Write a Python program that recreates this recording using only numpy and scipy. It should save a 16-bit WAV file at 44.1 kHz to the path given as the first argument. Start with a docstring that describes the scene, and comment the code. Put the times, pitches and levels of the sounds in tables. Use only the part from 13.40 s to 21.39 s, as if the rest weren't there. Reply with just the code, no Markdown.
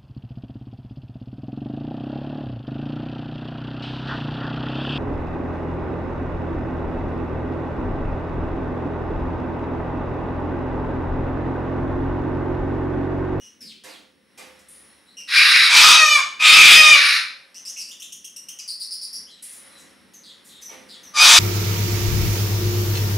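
"""Parrots in an aviary

Two large parrots screech in turn, one near the microphone, one farther off, their vocal membranes
rasping in and out of order. Small birds chirp and trill between; beaks and feet tick and clank on wire
and tin. Concrete and sheet-metal walls answer each sound, over a low rumble and a thin outdoor hiss.
The loudest cries clip the microphone's input."""
import sys
import numpy as np
from scipy import signal
from scipy.fft import rfft, irfft, next_fast_len
from scipy.io import wavfile
from scipy.ndimage import map_coordinates

SR = 44100
rng = np.random.default_rng(int(sys.argv[2]) if len(sys.argv) > 2 else 0)


def wrap_up_sound(samples):
    """Save the sound to the file named by the first command line argument, as 16-bit audio."""
    columns = np.atleast_2d(samples).T
    # keep every value between -1 and 1, then stretch to whole-number steps
    tamed = np.clip(columns, -1, 1)
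    steps = np.round(tamed * 32767).astype(np.int16)
    wavfile.write(sys.argv[1], SR, steps)


N = 352359

# The microphone's close-set ports. Each row: frequency in Hz, left-right likeness from 0 to 1.
PORT_LIKENESS = [(60, .7), (130, 0.9), (300, 0.94), (640, 0.81), (1400, 0.61), (3100, 0.47), (6800, 1),
                 (15000, 0.33)]
# Its stereo widening. Each row: frequency in Hz, lift of side over mid in dB.
SIDE_LIFT = [(40, 3.5), (200, 7), (500, 8), (1200, 0), (2500, -2.5)]
# The hard walls. Each row: frequency in Hz, seconds to die by 60 dB (t60).
WALL_DECAY = [(300, 0.6), (1300, 0.47), (3500, 0.49), (9000, 0.38), (15000, .3)]

# Background rumble and hiss as heard; the rumble ducks just after the loudest cry.
# Each row: time in seconds, rumble in dB, hiss in dB.
BACKGROUND_LEVELS = [(0, -58.5, -64), (.6, -61, -70), (1.2, -59.5, -57), (1.7, -61, -61.5),
                     (3.5, -56.5, -62.5), (3.65, -67.5, -57), (3.9, -63, -57.5), (4.8, -62, -62.5),
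                     (5.65, -64, -61), (5.8, -57, -60), (6, -62, -61.5), (6.3, -55, -53.5),
                     (6.9, -57.5, -59), (7.499, -54.5, -54.5)]
# The colour of each. Each row: frequency in Hz, relative density in dB.
RUMBLE_SPECTRUM = [(15, -43), (30, -24), (75, -9), (123, -15), (198, -2.5), (300, -6), (400, -10),
                   (540, -12), (650, -35.5), (900, -47)]
HISS_SPECTRUM = [(300, -24.5), (600, 0.5), (1200, 1), (1900, -1), (2400, -3), (4000, -3.5), (5300, -16.5),
                 (7000, -21.5), (10000, -5.5), (12000, -16.5), (15500, -36.5)]
# Narrow bands in the hiss. Each row: centre in Hz, width in Hz, relative density in dB.
HISS_BANDS = [(542, 31, 11), (1960, 340, -1), (5460, 470, -2)]
# A low hum. Each row: time in seconds, level in dB.
HUM_LEVELS = [(0, -77.5), (.8, -83), (1.1, -65), (1.6, -64.5), (1.8, -88), (7.99, -95)]

# Sharp ticks, slower scuffs, a thud. 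Each row: start in seconds, level in dB, centre in Hz,
# t60 in seconds.
TICKS = [(.436, -45, 6750, .091), (.975, -46, 7200, .11), (1.19, -46.5, 10150, .024),
         (6.025, -46.5, 10250, .092), (6.735, -46, 7900, .033), (7.214, -45, 9880, .1),
         (7.485, -52.5, 7010, .04), (7.63, -49, 7950, .045)]
SCUFFS = [(6.11, -41.5, 11310, 0.16), (6.37, -49, 8180, .2), (7.04, -47.5, 10000, .26)]
THUDS = [(.207, -47.5, 234, 0.19)]
# Their shapes. Each: width in octaves, rise in seconds.
TICK_SHAPE, SCUFF_SHAPE, THUD_SHAPE = (1.3, .0023), (.6, .021), (.56, .0055)
# Blows that leave a wire singing. Each row: start in seconds, level in dB.
WIRE_BLOWS = [(1.284, -49), (6.023, -40.5)]
# The wire's strike, then its ring. Each row: delay in seconds, relative level in dB, centre in Hz,
# t60 in seconds, width in octaves, rise in seconds.
WIRE_PARTS = [(0, 1, 9870, .12, 0.2, 0.0016), (.015, -6, 9900, 0.9, .08, 0.011)]
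# Blows on a tin sheet. Each row: start in seconds, ring in dB, rattle in dB.
TIN_BLOWS = [(0.438, -67, -51), (.976, -63.5, -51.5), (7.291, -65, -52.5)]
# The sheet's modes. Each row: frequency in Hz, relative level in dB, t60 in seconds.
TIN_MODES = [(292.3, -5, 0.97), (517, 7.5, 1), (798, 4.5, 0.31), (898, -2, 0.51), (1180, -7, 0.98),
             (2080, -1, .2), (2400, 4, .2), (3200, 6, 0.16)]
# Its rattle. Each row: frequency in Hz, relative density in dB.
RATTLE_SPECTRUM = [(150, -44), (250, -7), (518, -11.5), (1260, -16.5), (2340, -14), (4190, -22),
                   (7260, -28.5), (12000, -27), (15600, -54), (22000, -120)]

# Clean peeps and fluttering down-slurs. Each row: start in seconds, relative level in dB,
# length in seconds, first and last pitch in Hz.
PEEPS = [(0.206, -39, .026, 5490, 4883), (1.38, -73.5, .054, 4170, 4020), (1.5, -64.5, 0.058, 4200, 3913),
         (1.661, -55.5, 0.069, 3796, 4180), (4.364, -37, .02, 2500, 2750), (5.869, -48, .035, 2960, 3450),
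         (5.901, -47.5, 0.047, 4163, 3800), (6.317, -53, .07, 4084, 3855), (6.74, -43.5, 0.028, 6490, 5930),
         (7.223, -37.5, .06, 5960, 5830), (7.633, -44.5, .048, 6260, 5630)]
SLURS = [(0.251, -44, 0.071, 4746, 2778), (.49, -49, 0.076, 4585, 2800), (5.969, -53.5, 0.03, 3560, 2875),
         (6.835, -46.5, .085, 4330, 3150), (7.09, -49.5, 0.1, 3595, 3370), (7.49, -43.5, 0.063, 4520, 3120)]
# Nasal cheeps. Each row: as for the peeps, then the fundamental in dB against the second partial.
CHEEPS = [(.002, -47.5, .075, 2900, 2870, -4.5), (1.769, -37, .045, 2850, 2717, 0),
          (4.144, -38.5, 0.042, 2606, 3070, -11), (4.251, -32.5, 0.057, 2530, 3066, -18.5),
          (4.37, -31, .055, 3000, 2318, -18), (5.188, -30, 0.015, 3165, 2283, -11)]
# Rising chips. Each row: start in seconds, relative level in dB, top pitch in Hz, fundamental in dB.
CHIPS = [(4.486, -37.5, 3017, -5.5), (4.51, -34, 3848, 1), (4.598, -35.5, 3305, -7), (4.62, -29.5, 3900, 1),
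         (4.722, -30.5, 3523, -6.5), (4.844, -31, 3400, -6.5), (4.962, -30.5, 3030, -11.5),
         (5.085, -29, 3306, -7)]
# A trill of dipping notes. Each row: start in seconds, relative level in dB, pitch in Hz.
TRILL = [(5.277, -28.5, 5040), (5.399, -29, 5056), (5.508, -28.5, 5227), (5.614, -29.5, 5206),
         (5.73, -30, 5442)]
CHIP_S, CHIP_START_HZ, TRILL_S = .011, 2630, .039
PEEP_FUNDAMENTAL_DB, SLUR_FUNDAMENTAL_DB, TRILL_FUNDAMENTAL_DB = 13.5, 12.5, 5.5
# Small voices. Each: mid-glide bow as a share of pitch, step per overtone in dB, flutter from 0 to 1.
PEEP_VOICE, SLUR_VOICE, CHEEP_VOICE = (.0086, -19, .3), (.046, -13, 1), (.015, -13, .38)
CHIP_VOICE, TRILL_VOICE = (.01, -6, .11), (-.14, -16, .69)
# Breath in a chirp. Each row: frequency in Hz, relative density in dB.
CHIRP_BREATH = [(1500, -48), (2500, -7), (11000, 2.5), (15000, -13.5)]

# Parrot throats: the far bird, the near bird hoarse and clear. 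Each row: frequency in Hz, gain in dB.
FAR_THROAT = [(240, -78.5), (400, -68), (847, -27), (1380, -7.5), (1880, -4), (2030, -4), (2360, -1),
              (3210, -13.5), (3920, -3), (4560, -8.5), (5320, -9), (5920, -20.5), (8040, -32), (9230, -19),
              (15500, -44.5)]
HOARSE_THROAT = [(300, -41.5), (600, -27.5), (987, -11), (1200, -15), (1400, -10), (1910, -14.5),
                 (2250, -7), (2480, -4.5), (2720, -10), (3050, -8.5), (3650, -6.5), (4230, -12),
                 (4700, -10), (5570, -14), (6900, -19.5), (9820, -24.5), (15500, -47)]
CLEAR_THROAT = [(320, -60.5), (600, -18.5), (900, -16.5), (1230, -1), (1800, -11), (2400, 3), (3000, -16),
                (3550, -4), (4200, -16.5), (4800, -6), (5900, -10), (7500, -21), (10000, -21),
                (15500, -48.5)]
# The far cries. Each row: start, attack and length before release in seconds, relative level in dB.
FAR_CRIES = [(1.87, 0.082, 0.4, -9), (3.498, .06, 0.26, -13.5)]
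# The three near cries, a list apiece. Each row: time in seconds, relative level in dB, pitch in Hz,
# chaos from 0 to 1, lift under 1.5 kHz in dB.
NEAR_CRIES = [
    [(2.29, -19.5, 600, .95, 3.5), (2.37, -6.5, 599.5, 0.74, -0.5), (2.518, -7, 627, .68, -1),
     (2.575, -13.5, 638, 0.46, 4.5), (2.635, -12, 622.6, 0.09, 9.5), (2.68, -15, 594.4, .2, -2.5),
     (2.718, -11, 599.4, 0.1, 0.5), (2.755, -13.5, 585.7, .08, 3.5), (2.8, -25.5, 520, 0.47, 14.5),
     (2.82, -29, 512, .4, 8)],
    [(2.99, -35, 613.3, 0.52, 4), (3.005, -20, 618.2, 0.58, 2), (3.057, -6.5, 622.3, 0.58, -3),
     (3.2, -4.5, 620.7, .66, -7.5), (3.345, -2, 621.8, 0.63, -7), (3.384, -5, 628.5, 0.26, -3),
     (3.481, -8, 611.4, .35, 1.5), (3.53, -9, 596, 0.38, -1), (3.563, -13, 567.5, .2, 3),
     (3.598, -25, 578, 0.4, 1.5)],
    [(7.734, -40.5, 601, 0.42, 7.5), (7.77, -19, 605.2, 0.53, 4), (7.82, -8, 619.8, 0.63, 3),
     (7.861, -5.5, 617.4, 0.67, 0.5), (7.99, -6, 614.5, 0.66, 0)],
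]
# The beak's resonance. Each entry: its lift in one near cry, in dB.
BEAK_LIFTS = [0, 6.5, -6]
BEAK_HZ, BEAK_WIDTH_HZ = 2500, 700
ODD_CLEAR_DB, ODD_HOARSE_DB = 2, -11.5  # odd partials against the even ones


def amp(db):
    """Gain of a level in dB."""
    return 10 ** (np.asarray(db) / 20)


def unit(x):
    """x at rms 1."""
    return x / np.sqrt(np.mean(x ** 2) + 1e-20)


def along(points, hz):
    """Reads (Hz, value) points on a log axis."""
    freqs, values = np.transpose(points)
    return np.interp(np.log(hz + 1), np.log(freqs + 1), values)


def wobble(n, rate):
    """A smooth random curve of n samples, rate knots a second."""
    return map_coordinates(rng.standard_normal(int(n * rate / SR) + 4), [np.arange(n) * rate / SR])


def filtered(x, response):
    """x through a gain that depends on frequency."""
    size = next_fast_len(x.shape[-1] + 4096)
    return irfft(rfft(x, size) * response(np.fft.rfftfreq(size, 1 / SR)), size)[..., :x.shape[-1]]


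def coloured(x, spectrum):
    """x through a curve of (Hz, dB) points, at rms 1."""
    return unit(filtered(x, lambda hz: amp(along(spectrum, hz))))


def spread(pair):
    """Two unrelated signals mixed to the likeness of the two microphone ports."""
    turn = lambda hz: np.arccos(np.clip(along(PORT_LIKENESS, hz), -1, 1)) / 2
    mid, side = filtered(pair, lambda hz: np.array([np.cos(turn(hz)), np.sin(turn(hz))]))
    return np.array([mid + side, mid - side])


def place(out, start, x, tail, wet_db, pan_db):
    """Sets a sound and the walls' answer before the microphone; positive pan is to the left."""
    heard = signal.fftconvolve(x[None], tail, axes=1) * amp(wet_db)
    heard[:, :len(x)] += x
    first = round(start * SR)
    out[:, first:first + heard.shape[1]] += (heard * amp([[pan_db / 2], [-pan_db / 2]]))[:, :N - first]


def wall_answers(count):
    """Stereo tails off the hard walls: each builds quickly, then dies band by band."""
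    hz, t, bands = signal.stft(rng.standard_normal((count, 2, SR // 2)), SR, nperseg=256)
    decay = amp(-60 * (t / along(WALL_DECAY, hz)[:, None]) ** .98)
    rise = 1 - np.exp(-t / .0015)
    tails = [spread(pair) for pair in signal.istft(bands * decay * rise, SR, nperseg=256)[1]]
    return [tail / np.linalg.norm(tail[0]) for tail in tails]


def background(hum_hz=75):
    """As heard at the microphone: a low rumble, a thin hiss with narrow bands, a hum that fades early."""
    t = np.arange(N) / SR
    times, rumble_db, hiss_db = np.transpose(BACKGROUND_LEVELS)
    level = lambda when, db: amp(np.interp(t, when, db))
    noise = lambda gain: unit(spread(filtered(rng.standard_normal((2, N)), gain)))
    bands = lambda hz: sum(amp(db) / (1 + (2 * (hz - centre) / width) ** 2)
                           for centre, width, db in HISS_BANDS)
    rumble_gain = level(times, rumble_db) * amp(1.2 * wobble(N, 9))
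    hiss_gain = level(times, hiss_db) * amp(1.2 * wobble(N, 6))
    rumble = noise(lambda hz: amp(along(RUMBLE_SPECTRUM, hz)))
    hiss = noise(lambda hz: amp(along(HISS_SPECTRUM, hz)) + bands(hz))
    hum = level(*np.transpose(HUM_LEVELS)) * np.sin(2 * np.pi * hum_hz * t + .8 * wobble(N, 11))
    return rumble_gain * rumble + hiss_gain * hiss + hum


def beaks_and_feet(tails):
    """Contacts on wire and concrete, off the microphone: each a dying band of noise."""
    out, t = np.zeros((2, N)), np.arange(SR // 2) / SR
    kinds = (TICKS, TICK_SHAPE), (SCUFFS, SCUFF_SHAPE), (THUDS, THUD_SHAPE)
    hits = [row + shape for table, shape in kinds for row in table]
    hits += [(start + delay, db + part_db, *rest)
             for start, db in WIRE_BLOWS for delay, part_db, *rest in WIRE_PARTS]
    for k, (start, db, centre_hz, t60, octaves, rise) in enumerate(sorted(hits)):
        band = lambda hz: np.exp(-.5 * (np.log2((hz + 1) / centre_hz) / octaves) ** 2)
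        colour = lambda hz: (band(hz) + amp(-18.5) * (hz > 1500)) / (1 + (hz / 12500) ** 6)
        envelope = amp(db - 60 * t / t60) * (1 - np.exp(-t / rise))
        burst = envelope * unit(filtered(rng.standard_normal(len(t)), colour))
        place(out, start, burst, tails[k % len(tails)], wet_db=6.5, pan_db=.5)
    return out


def tin_sheet(tails, rattle_t60=.5):
    """A little to the right, a struck sheet rings in its modes and rattles."""
    out, t = np.zeros((2, N)), np.arange(SR // 2) / SR
    for (start, ring_db, rattle_db), tail in zip(TIN_BLOWS, tails):
        ring = sum(amp(db + rng.normal(0, 1) - 60 * t / t60) * np.sin(2 * np.pi * hz * t)
                   for hz, db, t60 in TIN_MODES)
        rattle = coloured(rng.standard_normal(len(t)), RATTLE_SPECTRUM)
        rattle *= amp(rattle_db + .96 * wobble(len(t), 41) - 60 * t / rattle_t60)
        place(out, start, amp(ring_db) * ring + rattle, tail, wet_db=9, pan_db=-3)
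    return out


def chirp(length, first_hz, last_hz, fundamental_db, bow, step_db, flutter, flutter_hz=190):
    """A quick raspy glide with overtones, fluttering in pitch and strength."""
    t = np.linspace(0, length, int(length * SR))
    middle_hz = (first_hz + last_hz) / 2 * (1 + bow)
    glide = np.interp(t, [0, length / 2, length], [first_hz, middle_hz, last_hz])
    shake = flutter * np.sin(2 * np.pi * flutter_hz * t)
    phase = 2 * np.pi * np.cumsum(glide * (1 + .053 * shake)) / SR + 1.4 * flutter * wobble(len(t), 900)
    overtones = sum(amp(step_db * k) * np.sin((k + 2) * phase) for k in range(4))
    tone = unit(amp(fundamental_db) * np.sin(phase) + overtones)
    # the weaker the fundamental, the more breath
    breath = amp(-15 - .33 * fundamental_db) * coloured(rng.standard_normal(len(t)), CHIRP_BREATH)
    fade = np.clip(np.minimum(t, length - t) / .0011, 0, 1)
    return fade * (1 + shake) * (tone + breath)


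def small_birds(tails):
    """Five kinds of note from across the aviary, with more wall than direct sound."""
    out = np.zeros((2, N))
    notes = [(*row, PEEP_FUNDAMENTAL_DB, *PEEP_VOICE) for row in PEEPS]
    notes += [(*row, SLUR_FUNDAMENTAL_DB, *SLUR_VOICE) for row in SLURS]
    notes += [(*row, *CHEEP_VOICE) for row in CHEEPS]
    notes += [(start, db, CHIP_S, CHIP_START_HZ, *rest, *CHIP_VOICE) for start, db, *rest in CHIPS]
    notes += [(start, db, TRILL_S, hz, hz, TRILL_FUNDAMENTAL_DB, *TRILL_VOICE) for start, db, hz in TRILL]
    for k, (start, db, *note) in enumerate(sorted(notes)):
        place(out, start, amp(db - 8.5) * chirp(*note), tails[k % len(tails)], wet_db=4.5, pan_db=1)
    return out


def screech(contour, clear, hoarse, jitter, breath):
    """A membrane whose cycles lose their order as chaos rises, heard through the throat."""
    times, *columns = np.transpose(contour)
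    t = np.arange(times[0], times[-1], 1 / SR)
    n = len(t)
    db, pitch, chaos, odd_db = [np.interp(t, times, column) for column in columns]
    pitch *= 1 + .05 * chaos ** 2 * wobble(n, 70)  # a hoarse voice cannot hold its pitch
    # timing errors smear the upper partials most
    phase = 2 * np.pi * np.cumsum(pitch) / SR + jitter * chaos ** 2 * wobble(n, 320)
    # each partial swells and breaks on its own
    partial = lambda k: amp(4.5 * wobble(n, 18.07)) * np.cos(k * phase + rng.uniform(0, 2 * np.pi))
    stack = sum(map(partial, range(2, 26, 2))) + amp(odd_db) * sum(map(partial, range(1, 26, 2)))
    tone = (1 - chaos) * coloured(stack, clear) + chaos * coloured(stack, hoarse)
    rasp = coloured(rng.standard_normal(n) * (1 + .53 * np.cos(2 * phase)), hoarse)
    rasp_share = np.clip(breath * chaos ** 2, 0, 1)
    voice = np.sqrt(1 - rasp_share) * tone + np.sqrt(rasp_share) * rasp
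    throb = amp(2 * chaos * wobble(n, 240))
    fade = np.clip(np.minimum(t - times[0], times[-1] - t) / .012, 0, 1)
    return voice * throb * amp(db) * fade


def far_parrot(tails, pitch_hz=586.8, chaos=.88, odd_db=-1.5, sag_db_per_s=8, release_s=.08):
    """Farther off, hoarse throughout: an attack, a sagging hold and a release around one pitch."""
    out = np.zeros((2, N))
    for (start, attack, length, db), tail in zip(FAR_CRIES, tails):
        end_db = db - sag_db_per_s * (length - attack)
        envelope = [(0, db - 23.5), (attack, db), (length, end_db), (length + release_s, end_db - 31)]
        contour = [(start + later, level, pitch_hz, chaos, odd_db) for later, level in envelope]
        cry = screech(contour, FAR_THROAT, FAR_THROAT, jitter=.8, breath=.75)
        place(out, start, amp(-6) * cry, tail, wet_db=1.5, pan_db=.5)
    return out


def near_parrot(tails):
    """Close to the microphone: cries shaped by chest and beak, the odd partials rising as they clear."""
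    out = np.zeros((2, N))
    beak = lambda hz: np.exp(-.5 * ((hz - BEAK_HZ) / BEAK_WIDTH_HZ) ** 2) - .5
    for rows, beak_db, tail in zip(NEAR_CRIES, BEAK_LIFTS, tails):
        contour = [(when, db, hz, chaos, ODD_CLEAR_DB + (ODD_HOARSE_DB - ODD_CLEAR_DB) * chaos)
                   for when, db, hz, chaos, _ in rows]
        cry = screech(contour, CLEAR_THROAT, HOARSE_THROAT, jitter=.7, breath=1.1)
        times, *_, chest_db = np.transpose(rows)
        chest = amp(np.interp(times[0] + np.arange(len(cry)) / SR, times, chest_db))
        cry += (chest - 1) * filtered(cry, lambda hz: 1 / (1 + (hz / 1500) ** 8))
        cry = filtered(cry, lambda hz: amp(beak_db * beak(hz)))
        place(out, times[0], amp(-3.5) * cry, tail, wet_db=-1.5, pan_db=1.2)
    return out


def scene():
    """The aviary from where the microphone stands."""
    tails = wall_answers(count=7)
    birds = near_parrot(tails[:3]) + far_parrot(tails[3:]) + small_birds(tails)
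    return birds + beaks_and_feet(tails) + tin_sheet(tails) + background()


def record(dry, ceiling=.67, low_cut_hz=60, top_hz=15700):
    """The microphone's input clips; deep bass is cut, the lows widened and the top band turned down."""
    left, right = dry / (1 + np.abs(dry / ceiling) ** 12) ** (1 / 12)
    low_cut = lambda hz: hz ** 2 / (hz ** 2 + low_cut_hz ** 2)
    widen = lambda hz: amp(np.outer([-.5, .5], along(SIDE_LIFT, hz)))
    mid, side = filtered(np.array([left + right, left - right]) / 2, lambda hz: low_cut(hz) * widen(hz))
    wide = np.clip(amp(.42) * np.array([mid + side, mid - side]), -1, 1)
    return filtered(wide, lambda hz: np.where(hz < top_hz, 1, .07))


dry = scene()
out = record(dry)
wrap_up_sound(out)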